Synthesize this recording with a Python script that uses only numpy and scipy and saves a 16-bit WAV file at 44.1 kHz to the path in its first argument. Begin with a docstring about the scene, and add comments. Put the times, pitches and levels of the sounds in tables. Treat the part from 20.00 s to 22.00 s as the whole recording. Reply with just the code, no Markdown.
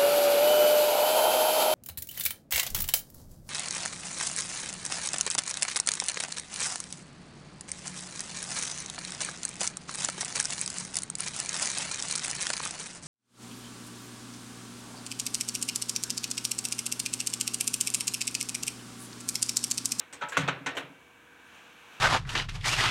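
"""In a small kitchen a microwave door is pulled open. Latch and door knock in dense, coloured noise bursts
that ring the panels; the hook's snap, the lever and the booming case are sums of decaying modes.
Spring ticks are narrow-band bursts, hook drags are resonated random slips, and hinge squeaks gliding sines.
Behind them an appliance hums and whirs in sines and narrow noise, and filtered noise gives the room's air
and a hiss that swells toward the end."""
import sys
import numpy as np
from scipy import signal
from scipy.fft import rfft, irfft
from scipy.io import wavfile

SR = 44100
rng = np.random.default_rng(int(sys.argv[2]) if len(sys.argv) > 2 else 0)


def transcribe(signal):
    """Save signal, clipped to [-1, 1], as a 16-bit WAV file at the path in sys.argv[1]."""
    frames = np.atleast_2d(signal).T
    limited = np.clip(frames, -1, 1)
    pcm = np.round(limited * 32767).astype(np.int16)
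    wavfile.write(sys.argv[1], SR, pcm)


N = 88200  # two seconds
T = np.arange(N) / SR
HZ = np.maximum(np.fft.rfftfreq(8192, 1 / SR), 1)  # filter bins, kept above zero for the log axis

# Contacts of latch and door. Each row: start in seconds, level in dB, first crack in dB, reflection delay
# in seconds, rattle T60 in seconds, room tail in dB, treble in dB, top in dB, hollow resonance in Hz,
# its boost in dB, panel ring in dB; all but the level are relative to the contact.
KNOCKS = [(0.2114, -38.5, 0, 0.0033, 0.037, -2, 6, -3, 1439, 16.5, -2.5),
          (0.2181, -32.5, -7, 0.0015, 0.16, -8, -8.5, -10, 1690, 3.5, -8),
          (0.3211, -39.5, 6, .007, 0.164, 2.5, -4, 13, 1552, 9.5, -11),
          (.3696, -23, 0, 0.0035, 0.093, -10, 4, 8.5, 1236, 0.5, 0),
          (.392, -38, -11, 0.0027, 0.18, 0, 9.5, 14, 3430, 7.5, -22),
          (0.4777, -31.5, 5, 0.0018, 0.048, -9, -3, -3, 1500, -24, -7),
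          (0.4833, -21.5, -7, 0.00052, 0.1, -12, -5.5, -15, 1510, 4, -9),
          (.6612, -28, -2, .003, 0.12, -5.5, 3, 1, 1760, 4.5, 0.5),
          (0.769, -29.5, 0, 0.0027, 0.1434, -8, -3, 12, 2900, 3.5, -5.5)]
# Modes of the door panels. Each row: frequency in Hz, relative level in dB, T60 in seconds.
PANELS = [(490, -14, .3), (561, -17, .26), (743, -18, .3), (868, -14, .24), (1102, -14, .22),
          (1165, -13, .2), (1275, -14, .24), (1351, -10, .22), (1498, -8, .23), (1836, -16, .3),
          (2083, -16, .25), (2378, -12, .18), (2544, -18, .16), (2847, -19, .22), (3240, -18, .2)]
# Dense ringing of plastic and sheet metal. Each row: frequency in Hz, relative density in dB per Hz.
SHELL = [(30, -71), (90, -12), (200, -11.5), (450, 0.5), (700, -1.5), (1100, 0.5), (2400, 1.5),
         (3900, -4.5), (4900, -19), (6200, -10.5), (8200, -17.5), (10500, -30), (15000, -43.5)]
TREBLE_HZ, TOP_HZ, HOLLOW_OCTAVES = 4580, 9670, 0.16
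PANEL_FOCUS = 0.733  # share of the hollow's boost that the panel modes near it get


def knocks():
    """Impact excitation: each contact has its own colour and rings the panel modes near its hollow most."""
    out = np.zeros(N)
    for (s, db, crack_db, delay, rattle_t60, room_db,
         treble_db, top_db, hollow_hz, hollow_db, panel_db) in KNOCKS:
        treble = treble_db * above(TREBLE_HZ)
        top = (top_db - treble_db) * above(TOP_HZ)
        hollow = hollow_db * hump(hollow_hz, HOLLOW_OCTAVES)
        gains = from_db(at_hz(SHELL) + treble + top + hollow)
        burst = strike(gains, crack_db, delay, rattle_t60, room_db)
        focus = PANEL_FOCUS * np.interp(np.array(PANELS)[:, :1], HZ, hollow)
        add(out, s, from_db(db) * burst)
        add(out, s, from_db(db) * ring(PANELS, panel_db + focus, rise_s=0.00105))
    return out


CRACK_T60_S, BLOOM_RISE_S, ROOM_RISE_S = 0.03, 0.001, 0.0022  # rises are time constants


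def strike(gains, crack_db, delay, rattle_t60, room_db):
    """Superposition: the direct crack, a bloom of rattle and near reflections, then the room's tail."""
    t = T[:SR // 2]
    late = np.maximum(t - delay, 0)
    crack = from_db(crack_db) * dying(t, CRACK_T60_S)
    bloom = (1 - np.exp(-late / BLOOM_RISE_S)) * dying(late, rattle_t60) * rebounds(t)
    near = np.hypot(crack, bloom) * rng.standard_normal(len(t))  # the two powers add
    room = from_db(room_db) * (1 - np.exp(-t / ROOM_RISE_S)) * room_tail(t)
    return coloured(near + room, gains)


RATTLE_PER_S, RATTLE_UNEVEN_DB = 450, 2.5  # mean rate; spread of strengths


def rebounds(t):
    """Random micro-impacts: tiny rebounds of unequal strength become an uneven gain, mean square 1."""
    times = np.cumsum(rng.exponential(1 / RATTLE_PER_S, 400))
    gain = from_db(RATTLE_UNEVEN_DB * np.clip(rng.standard_normal(len(times)), -2, 2))
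    return np.interp(t, times, gain / np.sqrt(np.mean(gain ** 2)))


# Reverberation of the room. Each row: frequency in Hz, T60 in seconds.
ROOM_T60 = [(100, 1), (500, 0.62), (1500, 0.4), (3200, 0.38), (7000, 0.16), (15000, 0.063)]


def room_tail(t):
    """Diffuse reverberation: each octave of white noise dies away at the room's own rate."""
    white = rfft(rng.standard_normal(len(t)))
    hz = np.fft.rfftfreq(len(t), 1 / SR)
    tail = np.zeros(len(t))
    for centre in 125 * 2. ** np.arange(8):
        in_octave = (hz >= centre / np.sqrt(2)) * (hz < centre * np.sqrt(2))
        tail += irfft(white * in_octave, len(t)) * dying(t, at_hz(ROOM_T60, centre))
    return tail


# The hook snaps free and later strikes its stop; each hard pulse has its reflections from counter and wall.
# Each row: start in seconds, level in dB.
SNAP = [(0.3693, -9), (0.3736, -17), (0.3756, -16.5), (.4857, -14.5), (0.488, -17.5)]
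# Modes of the clack. Each row: frequency in Hz, relative level in dB, T60 in seconds.
SNAP_MODES = [(490, -12, 0.0033), (1073, -1, 0.0078), (1482, 0.5, 0.0096), (2300, -33, .005)]


def snap():
    """Heavily damped modes: the spring throws the hook against the frame in a hard, dry clack."""
    out = np.zeros(N)
    clack = ring(SNAP_MODES, 0, rise_s=.0001)
    for s, db in SNAP:
        add(out, s, from_db(db) * clack)
    return out


# Modes of the release lever. Each row: frequency in Hz, relative level in dB, T60 in seconds.
LEVER = [(582, -10, 0.4), (860, -3.5, 0.32), (960, 3, 0.19), (1305, 1.5, 0.22), (2670, -6, 0.12)]
# Modes of the hook. Each row: frequency in Hz, relative level in dB, T60 in seconds.
HOOK = [(1083, -2, 0.11), (1460, -5, 0.19), (1656, 1.5, 0.168), (1880, -8, .2)]
LEVER_S, LEVER_DB = .2215, -33  # the lever takes up its slack
HOOK_S, HOOK_DB = .3218, -34.5  # the hook rides up its ramp


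def latch():
    """Free vibration: lever and hook ring briefly in their own modes as the latch takes the load."""
    out = np.zeros(N)
    add(out, LEVER_S, from_db(LEVER_DB) * ring(LEVER, 0, rise_s=0.0027))
    add(out, HOOK_S, from_db(HOOK_DB) * ring(HOOK, 0, rise_s=0.00086))
    return out


# Ticks of the latch spring. Each row: start in seconds, level in dB, pitch in Hz, relative shell body
# in dB (before a common cut), relative overtone in dB.
TICKS = [(0.127, -40.5, 8180, 2.5, -27.5), (0.287, -42.5, 7780, 0, -11.5), (0.321, -51.5, 7260, -28, -11),
         (.752, -48, 7815, 13, -16)]
# Broad skirt under every tick. Each row: frequency in Hz, relative density in dB per Hz.
TICK_SKIRT = [(2000, -43), (5000, -16), (7000, -4), (8500, -19), (9500, -19.5), (15000, -29)]
TICK_OCTAVES, TICK_BLOOM_S = 0.055, 0.00577
TICK_OVERTONE = 1.43  # ratio to the pitch


def ticks():
    """Narrow resonance: the latch spring ticks thin and high, with an overtone and a little of the shell."""
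    out = np.zeros(N)
    for s, db, hz, body_db, overtone_db in TICKS:
        overtone = from_db(overtone_db) * hump(hz * TICK_OVERTONE, TICK_OCTAVES)
        spring = hump(hz, TICK_OCTAVES) + overtone
        body = from_db(body_db - 6.5 + at_hz(SHELL))
        gains = spring + from_db(at_hz(TICK_SKIRT)) + body
        burst = strike(gains, crack_db=0, delay=TICK_BLOOM_S, rattle_t60=0.094, room_db=-2)
        add(out, s, from_db(db) * burst)
    return out


# Shoves that set the case booming. Each row: start in seconds, level in dB, extra level of the lowest modes in dB.
THUMPS = [(0.127, -52.5, -14), (0.228, -48.5, -2.5), (.372, -31.5, -1.5), (.390, -44.5, 14),
          (.424, -44, 15.5), (0.481, -37.5, 2.5), (0.602, -40, -6.5), (0.666, -37, -11.5),
          (0.771, -41.5, -14), (.83, -53, 3.5), (.892, -46, -8)]
# Modes of the steel case. Each row: frequency in Hz, relative level in dB, T60 in seconds.
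CASE = [(92.1, -23, 0.6), (135.7, -0.5, 0.4), (163.2, -2, 0.3), (192.5, -9, 0.27), (267.1, -1, 0.2),
        (285.55, -2.5, 0.23)]


def boom():
    """Modal vibration: the case rocks on its feet and sounds its low modes."""
    out = np.zeros(N)
    lowest = np.array(CASE)[:, :1] < 220
    for s, db, low_db in THUMPS:
        add(out, s, from_db(db) * ring(CASE, low_db * lowest, rise_s=0.0017))
    return out


# Hooks sliding on their catches. Each row: start in seconds, length in seconds, level in dB, resonance in Hz.
DRAGS = [(0.341, 0.044, -42, 1970), (0.417, 0.023, -39.5, 1330), (0.744, 0.046, -44.5, 500)]
SLIPS_PER_S = 2900  # mean rate


def drags():
    """Stick-slip friction: dense random slips of plastic on plastic, resonated and left to fade."""
    out = np.zeros(N)
    for s, length, db, hz in DRAGS:
        slips = (rng.random(N) < SLIPS_PER_S / SR) * rng.standard_normal(N)
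        onset = np.clip((T - s) / 0.01, 0, 1)
        release = dying(np.maximum(T - s - length, 0), t60=0.32)
        out += from_db(db) * onset * release * resonant(slips, hz, octaves=0.57)
    return out


# Faint squeaks of the hinge. Each row: start in seconds, length in seconds, start pitch in Hz,
# middle pitch in Hz, end pitch in Hz, level in dB at the middle.
SQUEAKS = [(1.438, 0.062, 7250, 9050, 10200, -74), (1.504, .11, 8500, 9100, 8550, -75),
           (1.72, .09, 11500, 11400, 11300, -78), (1.877, .08, 10600, 11300, 12300, -82.5)]
SQUEAK_WOBBLE = .008  # rms, as a fraction of the pitch


def squeaks():
    """Frequency modulation: thin, unsteady whistles glide as the door swings."""
    out = np.zeros(N)
    for s, length, first_hz, middle_hz, last_hz, db in SQUEAKS:
        u = np.linspace(0, 1, int(length * SR))
        parabola = np.polyfit([0, .5, 1], [first_hz, middle_hz, last_hz], 2)
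        wobble = SQUEAK_WOBBLE * resonant(rng.standard_normal(len(u)), 150, 0.91)
        hz = np.polyval(parabola, u) * (1 + wobble)
        whistle = np.sin(2 * np.pi * np.cumsum(hz) / SR)
        add(out, s, from_db(db) * np.sqrt(2) * np.sin(np.pi * u) * whistle)
    return out


# Spectrum of the hiss. Each row: frequency in Hz, relative density in dB per Hz.
HISS = [(100, -32), (350, -12.5), (700, -1.5), (1350, 2.5), (2000, -4), (2650, 2.5), (4000, -8),
        (4900, -16), (6000, -10.5), (9000, -19.5), (15500, -28)]
# Course of the hiss. Each row: time in seconds, rms level in dB.
HISS_LEVEL = [(0, -65), (.9, -63.5), (1.2, -66), (1.42, -61), (1.56, -54), (1.75, -57.5), (1.9, -54.5),
              (1.95, -51.5), (2.0, -53)]


def swelling_hiss():
    """Broadband noise under a slow envelope: the hiss swells toward the end."""
    return level(HISS_LEVEL) * noise(at_hz(HISS))


# Tones of the appliance. 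Each row: frequency in Hz, rms level in dB.
HUM = [(479, -70), (958, -74.5), (1562, -69.5), (2279, -67)]


def appliance_hum():
    """Line spectrum: the hum is a sum of steady sines in random phase."""
    out = np.zeros(N)
    for hz, db in HUM:
        out += from_db(db) * np.sqrt(2) * np.sin(2 * np.pi * (hz * T + rng.random()))
    return out


# Course of the whir. Each row: time in seconds, rms level in dB.
WHIR_LEVEL = [(0, -61.5), (1.1, -68), (1.33, -60), (1.65, -63.5), (2.0, -62)]
WHIR_HZ, WHIR_OCTAVES = 1593, 0.123


def appliance_whir():
    """Narrow-band noise: one resonance picks the whir out of white noise."""
    return level(WHIR_LEVEL) * resonant(rng.standard_normal(N), WHIR_HZ, WHIR_OCTAVES)


OLD_ECHO_DB, OLD_ECHO_T60_S = -46.5, 0.3


def fading_echo():
    """Exponential decay: shell-coloured noise, as of an earlier knock still dying in the room."""
    tail = noise(at_hz(SHELL) - 6 * above(TREBLE_HZ))
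    return from_db(OLD_ECHO_DB) * dying(T, OLD_ECHO_T60_S) * tail


# Spectrum of the room air. Each row: frequency in Hz, relative density in dB per Hz.
AIR = [(25, -66), (60, -6), (160, -5), (280, -0.5), (600, -10), (1000, -5.5), (1900, -11), (2400, -6),
       (3700, -16.5), (4900, -29), (6400, -22), (9000, -25), (15500, -30.5)]
AIR_DB = -59  # rms


def room_air():
    """Stationary noise: the air of the room has a fixed spectrum and level."""
    return from_db(AIR_DB) * noise(at_hz(AIR))


def background():
    """Superposition of independent sources: air, hiss, echo, whir and hum."""
    return room_air() + swelling_hiss() + fading_echo() + appliance_whir() + appliance_hum()


MODE_SCATTER_DB = 1


def ring(modes, extra_db, rise_s):
    """Modal synthesis: struck modes of alternating sign, their strengths scattered anew at each call."""
    hz, db, t60 = np.transpose(modes)[:, :, None]
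    t = T[:SR * 3 // 4]
    gain = from_db(db + extra_db + MODE_SCATTER_DB * rng.standard_normal(hz.shape))
    sign = (-1) ** np.arange(len(hz))[:, None]
    partials = sign * gain * dying(t, t60) * np.sin(2 * np.pi * hz * t)
    return partials.sum(0) * (1 - np.exp(-t / rise_s))


def coloured(x, gains):
    """Minimum-phase filtering by the folded cepstrum: causal, and white noise keeps its rms."""
    cepstrum = irfft(np.log(gains + 1e-6))
    cepstrum[1:len(HZ) - 1] *= 2
    cepstrum[len(HZ):] = 0
    response = irfft(np.exp(rfft(cepstrum)))
    return signal.fftconvolve(x, response / np.linalg.norm(response))[:len(x)]


def noise(db):
    """Spectral shaping: steady noise with these band levels, rms 1."""
    return coloured(rng.standard_normal(N), from_db(db))


def resonant(x, hz, octaves):
    """Band-pass resonance reaching this many octaves either side of its centre; rms 1."""
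    band = [hz / 2 ** octaves, min(hz * 2 ** octaves, SR / 2 - 1)]
    sos = signal.butter(2, band, "band", fs=SR, output="sos")
    y = signal.sosfilt(sos, x + 1e-18)
    return y / (y.std() + 1e-12)


def from_db(db):
    """Logarithmic level: decibels to amplitude gain."""
    return 10 ** (np.asarray(db) / 20)


def at_hz(points, hz=HZ):
    """Logarithmic pitch axis: a table over frequency, interpolated along log frequency."""
    table_hz, value = np.transpose(points)
    return np.interp(np.log(hz), np.log(table_hz), value)


def level(points):
    """Amplitude envelope: gain over time from points in seconds and dB."""
    return from_db(np.interp(T, *np.transpose(points)))


def dying(t, t60):
    """Exponential decay from t = 0, falling 60 dB in t60 seconds."""
    return (t >= 0) * from_db(-60 * np.maximum(t, 0) / t60)


def hump(hz, octaves):
    """Resonance curve: a Gaussian bell over log frequency, height 1."""
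    return np.exp(-.5 * (np.log2(HZ / hz) / octaves) ** 2)


def above(hz):
    """Shelf curve: a soft step over frequency, tending to 0 below hz and 1 above."""
    return 1 / (1 + (hz / HZ) ** 8)


def add(out, s, sound):
    """Linear superposition: mix a sound in from time s in seconds."""
    i = int(s * SR)
    out[i:i + len(sound)] += sound[:N - i]


def scene():
    """Superposition of all sources at one microphone on the counter."""
    opening = knocks() + snap() + latch() + ticks() + boom() + drags() + squeaks()
    return (opening + background())[None]


CUTOFF_HZ = 15900


def record(dry):
    """Band limiting: the microphone thins the deep bass; the top is cut steeply."""
    bass_cut = signal.butter(2, 35, "high", fs=SR, output="sos")
    top_cut = signal.ellip(10, .2, 70, CUTOFF_HZ, fs=SR, output="sos")
    thin = signal.sosfilt(bass_cut, dry)
    return signal.sosfilt(top_cut, thin)


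dry = scene()
out = record(dry)
transcribe(out)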